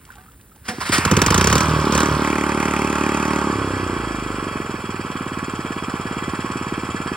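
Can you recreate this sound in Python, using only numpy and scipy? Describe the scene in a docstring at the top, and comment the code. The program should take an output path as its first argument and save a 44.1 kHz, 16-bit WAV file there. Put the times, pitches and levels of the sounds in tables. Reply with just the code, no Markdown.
"""Water laps at the bank and the starter handle ticks; then the rope rasps and a kayak's mud motor is
pull-started in the shallows. The single cylinder puffs, catches, barks up to speed, runs fast for two
seconds and sinks back to a thudding idle. Impulses and noise bursts timed by the engine cycle ring the
exhaust, block and hull; speed and throttle set their levels. Bubbles and filtered noise make the water.
A hand-held stereo microphone is a few metres away and draws back once the engine runs."""
import sys
import numpy as np
from scipy import signal
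from scipy.fft import rfft, irfft, next_fast_len
from scipy.io import wavfile

SR = 44100
rng = np.random.default_rng(int(sys.argv[2]) if len(sys.argv) > 2 else 0)


def digitize_waveform(pressure):
    """Quantize a signal to 16-bit integers and store it at the path in sys.argv[1].

    Rows of a 2-D input are taken as channels; values are limited to [-1, 1].
    """
    field = np.atleast_2d(pressure).T
    bounded = np.clip(field, -1, 1)
    quanta = np.round(bounded * 32767).astype(np.int16)
    wavfile.write(sys.argv[1], SR, quanta)


N = 315756

# Water at the bank. Trickle: [t/s, level/dB]
TRICKLE = [(0, -56.5), (.15, -51), (.3, -56.5), (.45, -61.5), (.65, -57)]
# Small laps: [t/s, relative level/dB, starting pitch f/Hz, ring decay/s]
LAPS = [(0.076, -37, 1330, .006), (0.09, -28.5, 980, 0.0058), (0.103, -23.5, 1470, 0.0066),
        (0.126, -31, 1330, .007), (0.155, -37, 810, .02), (0.167, -40, 1140, 0.037),
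        (0.181, -39, 730, 0.033), (.183, -32, 1500, .012), (0.26, -38, 1230, .008),
        (.283, -33, 1290, 0.0071), (0.517, -36, 1270, .005), (0.562, -39, 850, .008)]
# Spectrum of the hush along the shore: [f/Hz, relative level/dB]
SHORE = [(20, -7), (50, 14), (115, 4.5), (220, -2), (450, -10.5), (1100, -30), (3000, -30), (5500, -30),
         (8000, -22.5), (15800, -17.5)]

# Ticks of the starter as the handle is taken up and the pawls slip: [t/s, relative level/dB]
TICKS = [(0.052, -37), (0.12, -41), (.155, -38), (.299, -54), (.319, -45), (.412, -42), (.56, -43),
         (.892, -19), (.982, -10.5)]
# Spectrum of those ticks: [f/Hz, relative level/dB]
TICK_TONE = [(600, -15), (1700, -4.5), (4500, 0), (9000, -7), (15800, -16)]

# Pawls scraping in surges, each with a squeak:
# [t/s, held/s, level/dB, squeak f/Hz, squeak level re scrape/dB]
SCRAPES = [(0.679, 0.0095, -22, 1670, -5), (0.802, 0.017, -28, 1080, 2), (0.852, 0.039, -28.5, 1500, -13),
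           (0.918, 0.026, -14.5, 8400, -16)]
SCRAPE_RISE_S, SCRAPE_TAIL = 0.0083, 1.42  # tail: decay time over held time
SQUEAK_WIDTH_HZ = 160
# Spectrum of rope and pawls: [f/Hz, relative level/dB]
STARTER = [(100, 7), (600, -4.5), (850, -1.5), (1150, 4), (1700, 8), (2600, -0.5), (4000, -4.5), (5200, -1),
           (7000, -10), (9500, -8), (12000, -16.5), (15800, -19)]
# Modes of the starter housing: [f/Hz, width/Hz, relative level/dB]
HOUSING = [(225, 25, -3.5), (486, 32, -9.5), (743, 27, -5.5)]
# Compression puffs while cranking: [t/s, relative level/dB]; the largest gives the peak level
PUFFS = [(.787, -18.5), (0.899, -9), (0.988, -7.5)]
PULL_FROM, TUG_AT, PULL_UNTIL = .642, .681, 1.0  # s: the rope starts to run, goes taut, is let go
ROPE_DB = -38.5
JOLT_DB, JOLT_RISE_S, JOLT_DECAY_S = -27.5, 0.0099, 0.046

# Engine speed: [t/s, firings per s]
SPEED = [(1.058, 14.98), (1.27, 23.036), (1.5, 36.403), (1.62, 39.291), (1.74, 38.533), (1.88, 36.157),
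         (2.05, 37.624), (2.18, 36.961), (2.4, 36.66), (2.7, 36.79), (3.0, 36.588), (3.35, 37.459),
         (3.53, 35.07), (3.8, 31.323), (4.09, 27.028), (4.56, 22.304), (4.89, 19.447), (5.25, 18.259),
         (5.5, 18.348), (5.76, 16.979), (6.36, 18.101), (6.87, 17.982), (7.16, 17.168)]
FIRST_FIRING = 1.0583  # s
FAST_RATE = 37  # firings per s: the reference speed for the levels below
CATCH_AT, CATCH_LENGTH = .93, .1  # s: the engine fades in as it catches
BACK_FROM, BACK_LENGTH, NEAR_DB = 1.95, .5, 1.5  # s, s, dB: the microphone is carried back; louder before
FIRM_FROM, FIRM_LENGTH, FIRM_DB = 4.9, 1.3, 2.5  # s, s, dB: the idle slowly firms up
# Firings that stand out: [t/s, thump gain/dB, crack gain/dB]
UNEVEN = [(1.058, -6, -3.5), (1.119, 10.5, -3.5), (1.174, 10, -3), (1.223, -3, -0.5), (1.31, 5, -1),
          (1.475, -1, 0), (1.503, -15, -4), (1.61, 3, 2.5), (1.82, -9, 8), (1.928, 0.5, -0.5),
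          (1.954, 4.5, -3.5), (1.981, 2, -2), (2.035, 4.5, -1), (2.061, 2, 2), (3.53, 0, 5),
          (3.832, 1, -11), (4.04, -2.5, 0), (4.305, 2.5, -2), (4.51, -6, 0), (4.65, -7, 0), (4.79, -7, 0)]

# Throttle: [opens t/s, shuts t/s, opening re wide open/dB, starting rasp level/dB]
THROTTLE = [(0.946, 1.571, 0.5, -26.5), (1.907, 1.997, -1.5, -30), (2.2, 2.543, -21, -29),
            (2.568, 3.4, -19, -27)]
OPEN_S, SHUT_S = 0.049, 0.043  # travel time, decay time
RASP_SAG_DB_PER_S = 7.5  # the rasp loses level from the moment the throttle opens

# Level of each part:
# [level at the reference speed/dB, dB per doubling of speed, dB added per unit of throttle opening]
THUD_LEVEL = (-21.5, 8.8, -8)
HISS_LEVEL = (-58.5, -1.5, 0)
CLATTER_LEVEL = (-27.5, 6.36, 1)
COVER_LEVEL = (-36.5, 5, 0.67)
VALVE_LEVEL = (-39, 6.85, 3.1)
HULL_LEVEL = (-32.5, 3.6, 14)
HUM_DB, HUM_OPEN_DB = -31, 6  # at the reference speed; added per unit of throttle opening

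# Spectrum of air roaring through the carburettor: [f/Hz, relative level/dB]
ROAR = [(300, -34), (700, -9.5), (950, 15), (1400, 10), (1750, 1), (2200, -12), (2900, -1), (4000, -4),
        (5500, -3), (7000, -23), (12000, -18)]
ROAR_DB, ROAR_OPEN_DB, ROAR_DB_PER_OCTAVE = -30.5, 4, 2.5

# Blows of the mechanism in every cycle: [share of the cycle after firing, relative level/dB]
KNOCKS = [(-.14, 3), (-.07, 1.5), (.10, 5), (.25, 1), (.31, -0.5), (.42, -4.5), (.52, 3), (.74, -0.5)]
# Modes of the engine block: [f/Hz, width/Hz, relative level/dB]
BLOCK = [(730, 220, -18.5), (1119, 86, 3), (1310, 93, -0.5), (1620, 170, -12.5)]
# Spectrum of the casing: [f/Hz, relative level/dB]
CASING = [(150, -34), (450, -4.5), (700, -14.5), (1000, -10.5), (1500, -12), (2000, -14.5), (3400, -35),
          (9000, -59)]
# Modes of the tin covers over valves and fan: [f/Hz, width/Hz, relative level/dB]
COVERS = [(1705, 41, 2.5), (2011, 27, 2), (2298, 122, 0), (2542, 24, 3.5), (2660, 30, 3), (3075, 66, -2),
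          (3235, 38, 5.5), (3336, 20, 7)]
# Spectrum of the valve gear: [f/Hz, relative level/dB]
VALVES = [(1500, -10.5), (3000, 7), (3700, 3), (4500, 8), (5400, 8.5), (6000, 2.5), (6700, -17),
          (7150, 10.5), (7800, 4.5), (8500, 2.5), (10500, -2.5), (15800, -49)]

# Modes of the silencer can and tailpipe: [f/Hz, width/Hz, relative level/dB]
PIPE = [(538, 61, -3), (730, 95, -8), (807, 6.2, 5.5), (883, 36, 7), (980, 60, 2.5), (1165, 33, 6.5),
        (1277, 20, 7), (1606, 24, 5), (2200, 60, -2)]
# Spectrum of the muffler's thud: [f/Hz, relative level/dB]
MUFFLER = [(20, -51), (60, -29), (100, 2.5), (160, -2.5), (220, 6.5), (330, 6), (420, 2.5), (475, -24.5),
           (650, -49), (950, -6.5), (1500, -21.5), (4000, -69)]
# Spectrum of the exhaust jet: [f/Hz, relative level/dB]
RASP = [(400, -36), (900, 2), (1600, 0), (2000, -1), (2550, 1.5), (3000, -13), (3700, -30), (6000, -19),
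        (16000, -28)]
# Intake gulp after the exhaust; its lag is a time plus a share of the cycle
GULP_DB, GULP_LAG_S, GULP_SHARE, GULP_TOP_HZ = -8, 0.00582, 0.187, 300
# Modes of the plastic hull: [f/Hz, width/Hz, relative level/dB]
HULL = [(75, 40.7, 7), (102.9, 21, 12.5), (154.6, 70, 4.5)]
PATH_TOP_HZ = 2200  # soft and air-filled bodies pass little above this

# Spectrum of the crack as the valve lifts under load: [f/Hz, relative level/dB]
BLAST = [(60, -25), (200, 5), (450, 9), (680, -6), (1000, 5.5), (1500, 8.5), (2200, -2), (2550, 1),
         (3000, 0.5), (4000, -5.5), (5000, -2.5), (6300, 3), (8300, -6), (9200, -10.5), (15800, -15)]
# Spectrum of the slug of gas that follows: [f/Hz, relative level/dB]
SLUG = [(30, -27), (75, 0), (130, 12), (220, 0.5), (350, 4), (500, -3.5), (700, -27), (3000, -54)]
SLUG_DB, SLUG_LAG_S = -1, 0.00023
BARK_DB, BARK_DB_PER_OCTAVE = -21.5, 0.5
LEAK_DB, LEAK_DB_PER_OCTAVE = -24.5, 35  # share of the bark that does not need the throttle

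# Coasting with the throttle shut while the exhaust booms: [from t/s, until t/s,
# boom level at the reference speed/dB, multiple of the firing rate, extra crank hum/dB]
COASTS = [(1.628, 1.814, -26, 4, 8), (2.084, 2.17, -27, 4, 8), (3.531, 3.93, -29.5, 3, 2),
          (3.97, 4.407, -37, 4, 10.5)]
COAST_FADE_S, COAST_THUD_DB, COAST_DB_PER_OCTAVE = 0.021, -7, 3
# Spectrum of uneven gas flow while coasting: [f/Hz, relative level/dB]
SPUTTER = [(30, -15), (70, -6.5), (105, 4.5), (170, -12.5), (270, -2), (400, -10), (600, -14), (3000, -72)]
SPUTTER_DB, BOOM_WAVER = 0.5, 0.32  # level re boom; rms share of the boom's gain that wavers

# Sound scattered by water and reeds: [f/Hz, level re direct sound/dB]
SCATTER = [(100, -23), (400, -23), (1000, -13), (2500, -9), (4500, -7), (7500, -9), (9000, -11)]
# Microphone pair, phase by which left leads right: [f/Hz, phase/rad]
LEAD = [(200, -.05), (1000, -.35), (1300, -.35), (1640, -1.5), (2550, -.3), (3300, .3), (4500, .6),
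        (5300, 1.3), (6500, 2.9), (7100, 1.6), (8300, 0), (10300, 0), (11700, -2.9), (13700, -3),
        (14700, 0)]
# Microphone pair, left minus right: [f/Hz, level/dB]
TILT = [(300, -1.4), (800, -2.5), (1080, -6), (1400, -1), (1750, -4), (2200, .8), (2700, 0), (3200, -3.5),
        (4500, 0), (5500, 2), (7500, -2.5), (8400, 0)]
TOP_HZ = 15900  # upper band limit


def amp(db):
    """Decibels to gain."""
    return 10 ** (np.asarray(db) / 20)


def unit(x):
    """Scale to rms 1."""
    return x / np.sqrt(np.mean(x ** 2) + 1e-20)


def clock():
    """Time of each sample in seconds."""
    return np.arange(N) / SR


def curves(rows):
    """One value per sample for each column after the time."""
    s, *cols = np.transpose(rows)
    return [np.interp(clock(), s, c) for c in cols]


def along(points, hz):
    """Interpolate (Hz, value) points on a log frequency axis."""
    f, v = np.transpose(points)
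    return np.interp(np.log(hz + 1), np.log(f + 1), v)


def ramp(start, length):
    """Rises from 0 to 1 over the given time."""
    return np.clip((clock() - start) / max(length, 1e-4), 0, 1)


def gate(start, end, attack, release):
    """Straight attack from the start, hold until the end, exponential release."""
    return ramp(start, attack) * np.exp(-np.maximum(clock() - end, 0) / release)


def filtered(x, response):
    """Pass x through a complex response of frequency."""
    m = 2 * next_fast_len(N // 2 + SR // 4)  # padded, so that tails do not wrap round
    return irfft(rfft(x, m) * response(np.fft.rfftfreq(m, 1 / SR)), m)[..., :N]


def colour(points):
    """Causal (minimum-phase) response with the given spectrum."""
    def response(hz):
        cepstrum = irfft(np.log(amp(along(points, hz))))
        half = len(cepstrum) // 2
        cepstrum[1:half] *= 2
        cepstrum[half + 1:] = 0
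        return np.exp(rfft(cepstrum))
    return response


def resonances(modes):
    """Causal response of (Hz, width, dB) modes, alternating in sign."""
    def response(f):
        return sum((-1) ** k * amp(db) * 1j * f * width / (centre ** 2 - f * f + 1j * f * width)
                   for k, (centre, width, db) in enumerate(modes))
    return response


def muffled(modes):
    """Modes of a soft or air-filled body, which dulls any click."""
    return lambda hz: resonances(modes)(hz) / (1 + 1j * hz / PATH_TOP_HZ) ** 3


def noise():
    """Fresh white noise."""
    return rng.standard_normal(N)


def ringing(decay):
    """A dense random ring of energy 1: the many small modes of a metal part."""
    t = np.arange(SR // 16) / SR
    ring = rng.standard_normal(len(t)) * np.exp(-t / decay)
    return ring / np.linalg.norm(ring)


def kicks(times, sizes):
    """Single-sample impulses."""
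    samples = np.clip(np.round(times * SR).astype(int), 0, N)
    return np.bincount(samples, sizes, N + 1)[:N]


def strokes(times, scatter_db):
    """One impulse a cycle, of uneven size, with mean power about 1 at any speed."""
    even = np.sqrt(np.abs(np.gradient(times)) * SR)
    return kicks(times, even * amp(scatter_db * rng.standard_normal(len(times))))


def bursts(times, rise, decay, scatter_db):
    """Noise of mean power about 1 that swells and dies away after each time."""
    t = np.arange(SR // 8) / SR
    shape = ((1 - np.exp(-t / rise)) * np.exp(-t / decay)) ** 2
    power = signal.fftconvolve(strokes(times, scatter_db) ** 2, shape / shape.sum())[:N]
    return np.sqrt(np.abs(power)) * noise()


def water():
    """Small laps, each a bubble of rising pitch and a little splash, over a trickle and the shore's hush."""
    laps, t = np.zeros(N), np.arange(SR // 10) / SR
    for s, db, hz, ring_s in LAPS:
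        bubble = np.sin(2 * np.pi * hz * t * (1 + .015 * t / ring_s)) * np.exp(-t / ring_s)
        splash = np.diff(rng.standard_normal(len(t) + 1)) * np.exp(-t / 0.004)
        onset = 1 - np.exp(-t / 0.00093)
        laps[round(s * SR):][:len(t)] += amp(db - 7.0) * (bubble + amp(-16) * splash) * onset
    drops = rng.standard_normal(N) * (rng.random(N) < 2000 / SR)  # about 2000 a second
    drop_modes = resonances([(890, 360, -2.5), (1600, 480, 2.0), (3420, 4400, -13.5)])
    trickle = amp(curves(TRICKLE)[0]) * unit(filtered(drops, drop_modes))
    shore = amp(-45.5) * unit(filtered(noise(), colour(SHORE)))
    return laps + trickle + shore


def handle():
    """Dry ticks of the starter handle and its pawls: impulses with a short metal ring."""
    s, db = np.transpose(TICKS)
    rings = signal.fftconvolve(kicks(s, amp(db)), ringing(decay=0.0033))[:N]
    ticks = filtered(rings, colour(TICK_TONE))
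    return ticks / np.abs(ticks).max() * amp(db.max())


def starter():
    """The tug jolts the housing; rope and pawls scrape in fine ticks; the piston puffs through the muffler."""
    grit = rng.standard_normal(N) * (rng.random(N) < 900 / SR)  # about 900 ticks a second
    scrape = unit(filtered(noise() + amp(-8.0) * unit(grit), colour(STARTER)))
    rope = amp(ROPE_DB) * gate(PULL_FROM, PULL_UNTIL, attack=0.02, release=0.021) * scrape
    pawls = np.zeros(N)
    for s, held, db, hz, squeak_db in SCRAPES:
        surge = amp(db) * gate(s, s + held, SCRAPE_RISE_S, SCRAPE_TAIL * held)
        squeak = unit(filtered(noise(), resonances([(hz, SQUEAK_WIDTH_HZ, 0)])))
        pawls += surge * (scrape + amp(squeak_db) * squeak)
    shake = gate(TUG_AT, TUG_AT + JOLT_RISE_S, JOLT_RISE_S, JOLT_DECAY_S)
    jolt = amp(JOLT_DB) * shake * unit(filtered(noise(), resonances(HOUSING)))
    s, db = np.transpose(PUFFS)
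    compressions = kicks(s - .003, amp(db))
    puffs = filtered(compressions, colour(MUFFLER)) + amp(-1.0) * filtered(compressions, resonances(HULL))
    return rope + pawls + jolt + puffs / np.abs(puffs).max() * amp(db.max())


def cycles():
    """Four-stroke cycles counted from the first firing."""
    turned = np.cumsum(curves(SPEED)[0]) / SR
    return turned - np.interp(FIRST_FIRING, clock(), turned)


def firings(jitter):
    """Time and length of each cycle; slow cycles are the least even."""
    turned = cycles()
    times = np.interp(np.arange(int(turned[-1]) + 1), turned, clock())
    period = np.gradient(times)
    return times + jitter * (period / period.max()) ** 2 * rng.standard_normal(len(times)), period


def octaves():
    """Engine speed in doublings above the reference speed."""
    return np.log2(curves(SPEED)[0] / FAST_RATE)


def relative_flow():
    """Gas flow, taken as engine speed over its highest value."""
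    return curves(SPEED)[0] / np.max(np.array(SPEED)[:, 1])


def throttle():
    """Opening of the throttle (about 1 is wide open), and the gain of the rasp each opening brings."""
    opening, rasp = np.zeros(N), np.zeros(N)
    for opens, shuts, opening_db, rasp_db in THROTTLE:
        held = gate(opens, shuts, OPEN_S, SHUT_S)
        opening += held * amp(opening_db)
        rasp += held * amp(rasp_db - RASP_SAG_DB_PER_S * np.maximum(clock() - opens, 0))
    return opening, rasp


def intake(times, period, opening):
    """Air sucked in between firings: a ragged roar that fades as the microphone draws back."""
    suck = bursts(times + .25 * period, rise=.002, decay=.008, scatter_db=2) + .6 * noise()
    close = 1 - ramp(BACK_FROM + BACK_LENGTH / 2, BACK_LENGTH / 2)
    gain = amp(ROAR_DB + ROAR_OPEN_DB * opening + ROAR_DB_PER_OCTAVE * octaves())
    return close * gain * unit(filtered(suck, colour(ROAR)))


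def knocks(times, period):
    """Piston, cam and pushrods strike at set points of the cycle, each with a short ring and a little play."""
    blows = np.zeros(N)
    for share, db in KNOCKS:
        play = .002 * rng.standard_normal(len(times))
        hits = strokes(times + (share + play) * period, scatter_db=1.4)
        blows += amp(db) * signal.oaconvolve(hits, ringing(decay=0.0077))[:N]
    return unit(blows)


def block(times, period, clatter_gain, cover_gain, valve_gain):
    """Blows ring the block; after each firing the valve gear clacks and rattles the covers; the fan hisses."""
    repeated = knocks(times, period)
    slack = np.clip(1.3 - curves(SPEED)[0] / 40, 0, 1)  # loose parts stand out at low speed
    clack = slack * bursts(times + .18 * period, rise=.003, decay=.011, scatter_db=1.2)
    blows = repeated + amp(-7) * clack + amp(-5) * noise()
    clatter = unit(filtered(blows, resonances(BLOCK)) + filtered(blows, colour(CASING)))
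    rattle = unit(filtered(.8 * clack + .7 * repeated + .35 * noise(), muffled(COVERS)))
    tappet = bursts(times + .185 * period, rise=.0012, decay=.012, scatter_db=1.5)
    # the steel rocker arm rings high
    rocker = unit(filtered(tappet, resonances([(4200, 19000, 0.5), (7650, 1200, 9.8)])))
    ticks = amp(-3.0) * slack * rocker + noise()
    steel = ticks + .55 * signal.fftconvolve(ticks, ringing(decay=.005))[:N]
    valves = unit(filtered(steel, colour(VALVES)))
    return clatter_gain * clatter + cover_gain * rattle + valve_gain * valves


def exhaust(times, period, thud_gain, rasp_gain):
    """Gas hisses past the valve, the pipe rings, the muffler thuds briefly; then the intake gulps."""
    flow = relative_flow()
    gas = amp(-11) * bursts(times - .004, rise=.001, decay=.02, scatter_db=1)
    gulp = amp(GULP_DB) * strokes(times + GULP_LAG_S + GULP_SHARE * period, scatter_db=1)
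    dull_gulp = filtered(gulp, lambda hz: 1 / (1 + (hz / GULP_TOP_HZ) ** 4))
    puffs = strokes(times + 0.00056, scatter_db=-0.53) + gas + dull_gulp
    # the quarter-turn of phase makes each puff swing down, then up
    thud = unit(filtered(puffs, lambda hz: -1j * amp(along(MUFFLER, hz))))
    pipe_gas = amp(-9) * bursts(times - .005, rise=.001, decay=.012, scatter_db=1)
    pipe = strokes(times - .003, scatter_db=1) + pipe_gas
    drone = amp(-5.0) * flow ** 3.4 * unit(filtered(pipe, muffled(PIPE)))
    # the pulsed jet gives way to a steadier hiss at idle
    pulses = bursts(times - .0045, rise=.0015, decay=.0045, scatter_db=.8)
    jet = flow * pulses + (1.42 - flow) * noise()
    rasp = unit(filtered(jet, colour(RASP)))
    return thud_gain * (thud + drone) + rasp_gain * rasp


def hull(times, boom_gain, hum_gain):
    """Firings rock the hull, loosely at idle; the unbalanced crank hums twice a cycle and grows with speed."""
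    speed, = curves(SPEED)
    shudder = np.clip(.9 - speed / 45, 0, 1) * noise()
    boom = unit(filtered(strokes(times + .002, scatter_db=.8) + shudder, muffled(HULL)))
    hum = np.sin(2 * np.pi * (2 * cycles() + 0.31)) * (speed / FAST_RATE) ** 2.1
    return boom_gain * boom + hum_gain * hum


def bark(times, period, crack_gain, slug_gain):
    """Under load the lifting valve lets out a ragged crack, and a heavy slug of gas follows it."""
    lift = times - .002 - 0.125 * period  # the valve lifts earlier when the crank is slow
    shock = signal.fftconvolve(strokes(lift + .002, scatter_db=1.5), ringing(decay=.0048))[:N]
    crack = .45 * shock + .9 * bursts(lift + .0005, rise=.0024, decay=.0034, scatter_db=1)
    ragged = amp(-3.5) * bursts(times, rise=.002, decay=.02, scatter_db=2)
    gas = strokes(times + SLUG_LAG_S, scatter_db=1) + ragged
    slug = amp(SLUG_DB) * relative_flow() * unit(filtered(gas, colour(SLUG)))
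    return crack_gain * unit(filtered(crack, colour(BLAST))) - slug_gain * slug


def unevenness():
    """Gain of the thump and of the crack, held through each cycle that stands out."""
    cycle = np.floor(cycles() + .3)
    thump_db, crack_db = sum(np.outer(dbs, cycle == cycle[round(s * SR)]) for s, *dbs in UNEVEN)
    return amp(thump_db), amp(crack_db)


def coasting(times):
    """How far the engine coasts (about 0-1), the extra hum (dB), and a boom on a multiple of the firing rate."""
    coast, hum_db, boom = np.zeros((3, N))
    gas = strokes(times, scatter_db=2) + noise()
    sputter = amp(SPUTTER_DB) * unit(filtered(gas, colour(SPUTTER)))
    waver = 1 + BOOM_WAVER * unit(filtered(noise(), lambda hz: hz < 14))
    for start, end, db, multiple, extra_db in COASTS:
        spell = gate(start, end, COAST_FADE_S, COAST_FADE_S)
        tone = np.sqrt(2) * waver * np.sin(2 * np.pi * round(multiple) * cycles())
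        coast += spell
        hum_db += spell * extra_db
        boom += spell * amp(db) * (tone + sputter)
    return coast, hum_db, boom * amp(COAST_DB_PER_OCTAVE * octaves())


def engine():
    """Speed and throttle set the level of every part; the engine fades in as it catches."""
    times, period = firings(jitter=0.0005)  # s, at the slowest cycle
    opening, rasp = throttle()
    coast, hum_db, boom = coasting(times)
    pace = octaves()
    thump, crack = unevenness()

    def level(law):
        return amp(law[0] + law[1] * pace + law[2] * opening)

    # coasting softens the thud most at high speed
    thud = thump * level(THUD_LEVEL) * amp(COAST_THUD_DB * coast * 4 ** pace)
    leak = amp(LEAK_DB + LEAK_DB_PER_OCTAVE * pace)
    load = amp(BARK_DB + BARK_DB_PER_OCTAVE * pace) * (opening + leak)
    hum = amp(HUM_DB + HUM_OPEN_DB * opening + hum_db)
    parts = intake(times, period, opening)
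    parts += block(times, period, level(CLATTER_LEVEL), level(COVER_LEVEL), level(VALVE_LEVEL))
    parts += exhaust(times, period, thud, np.hypot(level(HISS_LEVEL), rasp))
    parts += hull(times, level(HULL_LEVEL) * amp(COAST_THUD_DB * coast), hum)
    parts += bark(times, period, load * crack, load * thump) + boom
    drift_db = FIRM_DB * ramp(FIRM_FROM, FIRM_LENGTH) + NEAR_DB * (1 - ramp(BACK_FROM, BACK_LENGTH))
    return ramp(CATCH_AT, CATCH_LENGTH) * amp(drift_db) * parts


def scatter(sound):
    """Short echoes from rippling water and swaying reeds, whose phase keeps drifting."""
    echo = signal.fftconvolve(sound, ringing(decay=0.0075))[:N]
    drift = np.cumsum(noise()) * np.sqrt(150 / SR)  # random walk in radians
    moving = signal.hilbert(echo, next_fast_len(N))[:N] * np.exp(1j * drift)
    return filtered(moving.real, lambda hz: amp(along(SCATTER, hz)))


def scene():
    """The sounds reach both microphones, each with its own scatter, level and phase."""
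    sound = water() + handle() + starter() + engine()
    pair = sound + np.array([scatter(sound), scatter(sound)])
    sides = np.array([[.5], [-.5]])  # left, right
    return filtered(pair, lambda hz: amp(sides * along(TILT, hz)) * np.exp(1j * sides * along(LEAD, hz)))


def record(dry):
    """A rumble filter thins the deepest bass, peaks round off near full scale, the band limit cuts the top."""
    rumble_hz = 55
    lean = filtered(dry, lambda hz: (hz / np.hypot(hz, rumble_hz / np.sqrt(2))) ** 4)
    rounded = lean / (1 + np.abs(lean / .95) ** 6) ** (1 / 6)
    return filtered(rounded, lambda hz: hz < TOP_HZ)


dry = scene()
out = record(dry)
digitize_waveform(out)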